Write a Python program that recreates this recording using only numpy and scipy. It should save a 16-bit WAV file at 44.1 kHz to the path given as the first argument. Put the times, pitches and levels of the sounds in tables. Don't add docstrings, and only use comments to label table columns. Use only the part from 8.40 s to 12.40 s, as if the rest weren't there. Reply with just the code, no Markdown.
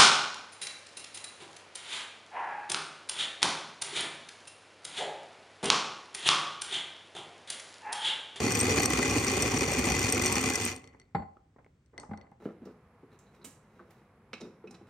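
import sys
import numpy as np
from scipy import signal
from scipy.fft import rfft, irfft, next_fast_len
from scipy.io import wavfile

SR = 44100
rng = np.random.default_rng(int(sys.argv[2]) if len(sys.argv) > 2 else 0)


def persist_wave(psi):
    counts = np.round(np.clip(psi, -1, 1) * 32767).astype(np.int16)
    wavfile.write(sys.argv[1], SR, np.atleast_2d(counts).T)


N = 176400
TOP_HZ = 15830

# freq_hz, gain_db
CHURN_SPECTRUM = [(25, -15), (45, -20.5), (62, -0.5), (95, 1.5), (130, -1), (190, -2.5), (250, 3),
                  (300, -2), (360, -0.5), (450, -2.5), (520, -8.5), (600, -7), (660, -27), (740, -3.5),
                  (830, -12), (920, -22.5), (1100, -8.5), (1600, -27), (2050, -6), (2700, -29),
                  (4400, -75.5)]
# freq_hz, gain_db
GRIND_SPECTRUM = [(300, -42.5), (900, 0), (1600, -2), (2450, 2), (2900, 0), (3900, -7.5), (4600, 0.5),
                  (5300, -7), (5820, 1.5), (6300, -1), (6900, 3.5), (7800, -8.5), (8500, -5.5),
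                  (9800, -8.5), (11000, -41.5), (12200, -49.5), (13600, -13.5), (15500, -28.5)]
# freq_hz, gain_db, t60_s, stereo_phase_rad
GLASS_MODES = [(2024, -5.5, .08, .9), (4412, -16, .09, .5), (5825, 4, .015, .7), (6930, -2, .008, .7),
               (8435, -1, .024, .6), (10920, -17, .03, 2.7), (11380, -21, .035, 2.8),
               (11650, -17, .025, 2.7), (12820, -10, .012, .9), (14200, -12, .007, .9)]


def amp(db):
    return 10 ** (np.asarray(db) / 20)


def decay(t, t60):
    return np.exp(-np.log(1000) * t / t60)


def unit(x):
    return x / np.sqrt(np.mean(x ** 2) + 1e-20)


def along(points, hz):
    freq_hz, values = np.transpose(points)
    return np.interp(np.log(hz + 1), np.log(freq_hz + 1), values)


def filtered(x, response):
    size = next_fast_len(N + SR // 2)
    return irfft(rfft(x, size) * response(np.fft.rfftfreq(size, 1 / SR)), size)[..., :N]


def coloured(x, spectrum, size=8192):
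    cepstrum = irfft(np.log(amp(along(spectrum, np.fft.rfftfreq(size, 1 / SR)))))
    cepstrum[1:size // 2] *= 2
    cepstrum[size // 2 + 1:] = 0
    impulse = irfft(np.exp(rfft(cepstrum)))
    return signal.fftconvolve(x, impulse[None] / np.linalg.norm(impulse), axes=1)[:, :N]


def noise(width=None):
    # freq_hz, side_minus_mid_db
    direct_width = [(60, -23.5), (92, -27.5), (140, -16.5), (210, -24.5), (330, -23.5), (500, -8),
                    (770, -3), (1170, -9.5), (1790, -2.5), (2740, 1), (4190, -5.5), (6410, -2),
                    (9810, -4.5), (15000, -3.5)]

    def mid_side_gains(hz):
        angle = np.arctan(amp(along(width or direct_width, hz)))
        return np.array([np.cos(angle), np.sin(angle)])

    mid, side = filtered(rng.standard_normal((2, N)), mid_side_gains)
    return np.array([mid + side, mid - side])


def impulses(start_s, sizes):
    return np.bincount(np.clip(np.round(start_s * SR).astype(int), 0, N), sizes, N + 1)[:N]


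def bursts(start_s, sizes, t60_s, rise_s=0.0018):
    power = signal.lfilter([1], [1, -amp(-120 / (t60_s * SR))], impulses(start_s, sizes ** 2))
    lag = np.exp(-1 / (rise_s * SR))
    return np.sqrt(np.abs(signal.lfilter([1 - lag], [1, -lag], power))) * noise()


def ring(modes, start_s, sizes, vary_db, tilt_db_oct=0, pivot_hz=1000, rise_s=0.00022):
    out = np.zeros((2, N))
    lag = np.exp(-1 / (rise_s * SR))
    for hz, gain_db, t60_s, phase_rad in modes:
        polarity, spread = rng.standard_normal((len(start_s), 2)).T
        mode_db = gain_db + vary_db * spread + tilt_db_oct * np.log2(hz / pivot_hz)
        force = impulses(start_s, sizes * np.sign(polarity) * amp(mode_db))
        pole = np.exp((2j * np.pi * hz - np.log(1000) / t60_s) / SR)
        mode = signal.lfilter([1 - lag], np.poly([pole, pole * lag]), force)
        out += np.imag(mode * np.exp(1j * phase_rad * np.array([[.5], [-.5]])))
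    return out


def struck(modes, t, tilt_db_oct, pivot_hz):
    out, ears = np.zeros((2, len(t))), np.array([[.5], [-.5]])
    for hz, gain_db, t60_s, phase_rad in modes:
        gain = amp(gain_db + tilt_db_oct * np.log2(hz / pivot_hz))
        out += gain * decay(t, t60_s) * np.sin(2 * np.pi * hz * t + ears * phase_rad)
    return out


def room_tone(level_db=-65):
    # freq_hz, gain_db
    spectrum = [(25, -7), (65, 10.5), (130, 6), (220, -1), (400, -8.5), (800, -20), (2000, -21),
                (4000, -31), (8500, -32), (11000, -55), (15000, -42)]
    return amp(level_db) * coloured(noise(), spectrum)


def kitchen(direct):
    # freq_hz, t60_s
    decay_times = [(100, 0.29), (800, 0.53), (2000, 0.29), (2600, 0.39), (5500, 0.067), (8000, 0.11),
                   (15000, 0.14)]
    # freq_hz, gain_db
    walls = [(100, -14), (800, -13), (2500, -14), (8000, -16.5), (14000, -28)]
    # freq_hz, side_minus_mid_db
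    tail_width = [(100, -16.5), (280, -15), (500, 3), (1000, 0.5), (4000, -2), (12000, -15.5)]
    hz, t, bands = signal.stft(noise(tail_width)[:, :SR // 2], SR, nperseg=256)
    bands = bands * decay(t, along(decay_times, hz)[:, None])
    tail = signal.istft(bands, SR, nperseg=256)[1]
    tail = np.pad(tail / np.linalg.norm(tail[0]), ((0, 0), (SR // 200, 0)))
    wet = signal.fftconvolve(direct, tail, axes=1)[:, :N]
    return filtered(wet, lambda hz: amp(along(walls, hz)))


def fizz(start_s=3.6, level_db=-60.5):
    # freq_hz, gain_db
    spectrum = [(1000, -40), (4000, -12), (4900, -4), (5900, 0), (7000, -5), (7900, -7), (8500, 3),
                (9200, -14), (10300, -40), (15000, -50)]
    return coloured(bursts(np.array([start_s]), amp([level_db]), t60_s=.31), spectrum)


def splashes():
    # start_s, level_db, t60_s
    slops = [(0.585, -28, 0.12), (2.546, -49.5, 0.045), (2.969, -52, 0.023), (3.162, -53, 0.053),
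             (3.184, -55.5, 0.17), (3.245, -67, 0.051), (3.262, -58, 0.042), (3.533, -58, 0.8),
             (3.578, -51, 0.36), (3.632, -45.5, .035), (3.649, -59, 0.068), (3.71, -43.5, 0.073),
             (3.776, -55, 0.6)]
    # freq_hz, gain_db
    spectrum = [(60, 0.5), (250, 7), (500, 6), (900, 2), (1400, -6.5), (2100, -9), (3000, -35),
                (5000, -42.5), (8000, -43.5), (15000, -71)]
    t = np.arange(N) / SR
    envelope = sum((t >= start_s) * amp(level_db) * decay(np.abs(t - start_s), t60_s)
                   for start_s, level_db, t60_s in slops)
    return coloured(envelope * noise(), spectrum)


def plops(life_cycles=23, chirp=0.077):
    # start_s, level_db, pitch_hz
    air_pockets = [(0.591, -20.5, 1070), (0.596, -26, 1310), (2.97, -48.5, 1240), (3.163, -66, 1090),
                   (3.189, -57, 1460), (3.191, -60.5, 997), (3.246, -52.5, 2100), (3.264, -55, 2070),
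                   (3.635, -41, 1220), (3.637, -40, 820), (3.716, -32, 205.5), (3.712, -53.5, 1090),
                   (3.735, -40, 1460)]
    out, t = np.zeros(N + SR), np.arange(SR // 6) / SR
    for start_s, level_db, pitch_hz in air_pockets:
        age = t * pitch_hz / life_cycles
        note = np.sin(2 * np.pi * pitch_hz * t * (1 + chirp * age))
        out[round(start_s * SR):][:len(t)] += amp(level_db) * decay(age, 1) * note
    return out[:N]


def knocks(rim_db=-1, thud_db=1.5, pivot_hz=600):
    # start_s, level_db, tilt_db_oct, contact_s
    hits = [(2.748, -28, 0.5, 0.0027), (2.782, -51.5, -3.5, 0.00068), (2.796, -42.5, -4.5, 0.0036),
            (2.822, -47.5, 0.5, 0.0012), (3.692, -52.5, -6.5, 0.0035), (3.712, -46, -2.5, 0.0016),
            (3.735, -47, 1, 0.0017), (3.917, -59.5, 0, 0.0012)]
    # freq_hz, gain_db, t60_s, stereo_phase_rad
    worktop_modes = [(88.2, -6, 0.18, .1), (176.3, 3.5, 0.13, .1), (208.3, 3.5, 0.084, .1),
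                     (361.3, -12, 0.071, .3), (460, -6.5, 0.099, .5), (590, -0.5, .06, .6),
                     (744, -19, 0.041, .6), (799, 9.5, 0.07, 0.14), (810, -2, 0.036, 0.91),
                     (1038, 3, 0.033, 0.86), (1262, -11.5, 0.095, 1), (1462, -12, 0.089, .7),
                     (2050, 0, 0.032, .9), (2000, -26, 0.3, .9)]
    # freq_hz, gain_db, t60_s, stereo_phase_rad
    rim_modes = [(4412, -36, .38, .5), (4455, -40, .34, .5), (3671, -48, .3, .5), (7500, -44, .3, .5),
                 (8400, -46, .18, .5)]
    # freq_hz, gain_db
    thud_spectrum = [(60, -2), (150, 6.5), (250, 3.5), (500, 0.5), (950, 0), (1400, -9), (2100, -9),
                     (3000, -29.5), (4600, -27), (5600, -52), (8000, -47.5), (15000, -85)]
    out, t = np.zeros((2, N + SR)), np.arange(SR // 2) / SR
    for start_s, level_db, tilt_db_oct, contact_s in hits:
        worktop = struck(worktop_modes, t, tilt_db_oct, pivot_hz)
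        rim = amp(rim_db) * struck(rim_modes, t, tilt_db_oct, pivot_hz)
        onset = 1 - np.exp(-t / contact_s)
        out[:, round(start_s * SR):][:, :len(t)] += amp(level_db) * onset * (worktop + rim)
    start_s, level_db, tilt_db_oct, _ = np.transpose(hits)
    thuds = bursts(start_s, amp(level_db + tilt_db_oct + thud_db), t60_s=0.071)
    return out[:, :N] + coloured(thuds, thud_spectrum)


def ticks(ring_db=-9, crack_db=-1.5, crack_t60_s=0.0045):
    # start_s, level_db, tilt_db_oct, cutoff_hz
    touches = [(2.363, -35.5, 15, 11830), (2.442, -40.5, -0.5, 7360), (2.475, -40.5, 0, 7100),
               (2.49, -56, -10, 8530), (2.547, -62.5, -14, 7030), (2.599, -42, 0, 8180),
               (2.616, -48.5, -5, 6000), (3.246, -71, 12, 9000), (3.461, -61, 5, 9950),
               (3.579, -30, -5.5, 7430), (3.599, -35, 10.5, 8700), (3.734, -66.5, -2, 5000),
               (3.775, -44, -2.5, 7650), (3.813, -42.5, -1, 5080), (3.868, -69, -17, 4000),
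               (3.915, -68, 6, 12000)]
    # freq_hz, gain_db, t60_s, stereo_phase_rad
    calm_modes = [(2030, -4, .055, .9), (4412, -14.5, .11, .5), (5780, -1, .014, .6), (7500, -38, .45, .5),
                  (8435, -3.5, .02, .3), (8500, -33, .28, .3)]
    out, t = np.zeros((2, N + SR)), np.arange(SR // 3) / SR
    for start_s, level_db, tilt_db_oct, cutoff_hz in touches:
        crack = amp(crack_db) * decay(t, crack_t60_s) * rng.standard_normal((2, len(t)))
        hit = crack + amp(ring_db) * struck(calm_modes, t, tilt_db_oct, pivot_hz=5000)
        lowpass = signal.butter(4, min(cutoff_hz, TOP_HZ), fs=SR, output="sos")
        out[:, round(start_s * SR):][:, :len(t)] += amp(level_db) * signal.sosfilt(lowpass, hit)
    return out[:, :N]


def bubbles(count=1300, centre_hz=1332, spread_oct=0.877, spread_db=7.5, life_cycles=16, chirp=0.026):
    start = rng.integers(0, N, (count, 1))
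    pitch, size, stereo_phase_rad = rng.standard_normal((3, count, 1))
    samples = np.arange(SR // 40)
    cycles = centre_hz * 2 ** (spread_oct * np.clip(pitch, -2, 2)) * samples / SR
    age = cycles / life_cycles
    envelope = amp(spread_db * np.clip(size, -2, 2)) * decay(age, 1) * (1 - np.exp(-cycles))
    phase = 2 * np.pi * cycles * (1 + chirp * age)
    channels = (envelope * np.sin(phase + ear * stereo_phase_rad) for ear in (.5, -.5))
    return np.array([np.bincount((start + samples).ravel(), notes.ravel(), N)[:N] for notes in channels])


def gulps(note_db=7.5, slosh_db=-11, t60_s=0.055, swell_s=0.009, chirp=0.11):
    # start_s, level_db, pitch_hz
    air_pockets = [(0.281, -23.5, 466), (.374, -25, 336), (0.393, -29.5, 277), (0.437, -21, 248),
                   (.5, -17.5, 295), (0.589, -21.5, 366), (.757, -16.5, 285), (0.831, -30.5, 265),
                   (.928, -22.5, 364), (1.011, -23.5, 248), (1.135, -16.5, 240), (1.174, -26.5, 310),
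                   (1.441, -22.5, 345), (1.469, -24.5, 274), (1.611, -31, 266), (1.733, -25, 457),
                   (1.768, -21, 334), (1.831, -23, 226), (2.099, -26, 298)]
    out, t = np.zeros(N + SR), np.arange(SR // 6) / SR
    envelope = (1 - np.exp(-t / swell_s)) * decay(t, t60_s)
    for start_s, level_db, pitch_hz in air_pockets:
        note = np.sin(2 * np.pi * pitch_hz * t * (1 + chirp * t / t60_s))
        out[round(start_s * SR):][:len(t)] += amp(level_db + note_db) * envelope * note
    start_s, level_db, _ = np.transpose(air_pockets)
    slosh = bursts(start_s, amp(level_db + slosh_db), t60_s=0.028)
    return out[:N] + coloured(slosh, CHURN_SPECTRUM)


def clinks(high_db=2.0, low_db=-2, crack_db=-5, split_hz=8000, vary_db=1.5):
    # start_s, level_db, low_mode_offset_db
    hits = [(0.1057,-29.5,0.5), (0.121,-24,4), (0.1507,-23.5,-3.5), (0.1905,-24,-9.5), (0.202,-24,3.5),
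            (0.3075,-31,10.5), (0.3571,-34.5,-8), (0.397,-27,3.5), (0.4217,-25.5,-12), (0.4324,-25.5,3),
            (0.4573,-20.5,4), (0.5014,-28,-10), (0.798,-32,-3.5), (1.0227,-18.5,-4), (1.186,-32,-12.5),
            (1.316,-27,-1), (1.3357,-30.5,7.5), (1.388,-34,-5.5), (1.458,-27.5,-14), (1.5923,-23.5,1),
            (1.628,-30,5), (1.724,-17,-3), (1.746,-30,-0.5), (1.821,-22.5,-5.5), (1.86,-20.5,1),
            (1.9246,-20.5,-2.5), (1.955,-27.5,-0.5), (2.0124,-26,-2.5), (2.0991,-26,3.5), (2.135,-29,1.5),
            (2.1555,-23.5,4.5), (2.2513,-21,-19.5)]
    start_s, level_db, offset_db = np.transpose(hits)
    high_modes = [mode for mode in GLASS_MODES if mode[0] > split_hz]
    low_modes = [mode for mode in GLASS_MODES if mode[0] <= split_hz]
    high = ring(high_modes, start_s, amp(level_db + high_db), vary_db)
    low = ring(low_modes, start_s, amp(level_db + offset_db + low_db), vary_db,
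               tilt_db_oct=5.3, pivot_hz=6000)
    crack = bursts(start_s, amp(level_db + offset_db / 2 + crack_db), t60_s=0.0084)
    return high + low + coloured(crack, GRIND_SPECTRUM)


def collisions(count, spread_db):
    start_s = (np.arange(count) + rng.uniform(-1, 2, count)) * N / SR / count
    return np.abs(start_s), amp(spread_db * np.clip(rng.standard_normal(count), -2, 2))


def whirl(churn_db=-0.7, swirl_db=-9, grind_db=-0.9, chatter_db=-4.0, cube_db=-6, foam_db=-9,
          bubble_db=-12):
    # time_s, liquid_db, ice_db
    levels = [(0, -27.5, -34.5), (.14, -32, -35), (.44, -28.5, -32.5), (0.479, -32.5, -43.5),
              (.505, -31.5, -32), (.68, -30.5, -33), (.77, -31, -33.5), (.95, -33.5, -34.5),
              (1.06, -30, -33.5), (1.25, -31, -34.5), (1.48, -31, -34.5), (1.66, -32.5, -33.5),
              (1.78, -31.5, -35), (1.9, -32.5, -33.5), (2.02, -32.5, -34), (2.14, -35, -36.5),
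              (2.294, -39, -34), (2.34, -45, -49), (2.41, -58, -65.5), (2.521, -61, -80.5),
              (2.72, -75, -94.5), (3, -110, -120)]
    # freq_hz, gain_db, t60_s, stereo_phase_rad
    swirl_modes = [(106, -15, 0.13, .05), (262.4, -6, 0.18, .1), (448.7, 3, 0.054, 0.45),
                   (815, -9, 0.16, 0.37), (1075, -7.5, 0.051, 0.45)]
    # freq_hz, gain_db, t60_s, stereo_phase_rad
    cube_modes = [(2443, 1.5, 0.032, 0.43), (3190, -18.5, 0.024, .6), (3505, -11.5, 0.039, 1)]
    time_s, liquid_db, ice_db = np.transpose(levels)
    t = np.arange(N) / SR
    liquid_gain = amp(np.interp(t, time_s, liquid_db))
    ice_gain = amp(np.interp(t, time_s, ice_db))
    start_s, sizes = collisions(count=1500, spread_db=4.5)
    churn = unit(coloured(bursts(start_s, sizes, t60_s=0.026), CHURN_SPECTRUM))
    swirl = unit(ring(swirl_modes, start_s, sizes, vary_db=2))
    grind = unit(coloured(bursts(start_s, sizes, t60_s=0.011) + amp(foam_db) * noise(), GRIND_SPECTRUM))
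    chatter = unit(ring(GLASS_MODES, start_s, sizes, vary_db=7.0))
    cubes = unit(ring(cube_modes, start_s, sizes, vary_db=3))
    liquid = amp(churn_db) * churn + amp(swirl_db) * swirl + amp(bubble_db) * unit(bubbles())
    ice = amp(grind_db) * grind + amp(chatter_db) * chatter
    return liquid_gain * liquid + ice_gain * ice + np.minimum(liquid_gain, ice_gain) * amp(cube_db) * cubes


def scene():
    # freq_hz, left_minus_right_db
    balance = [(60, -1), (110, 1), (200, 1), (380, -2), (700, -0.5), (1290, 0.5), (2380, 1.5), (4400, 4),
               (8120, 1), (15000, -1.5)]
    glass = whirl() + gulps() + clinks() + ticks() + splashes() + fizz() + plops()
    panned = filtered(glass, lambda hz: amp(along(balance, hz) * np.array([[.5], [-.5]])))
    direct = panned + knocks()
    return direct + kitchen(direct) + room_tone()


def record(dry):
    highpass = signal.butter(3, 42, "high", fs=SR, output="sos")
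    return filtered(signal.sosfilt(highpass, dry), lambda hz: hz < TOP_HZ)


dry = scene()
out = record(dry)
persist_wave(out)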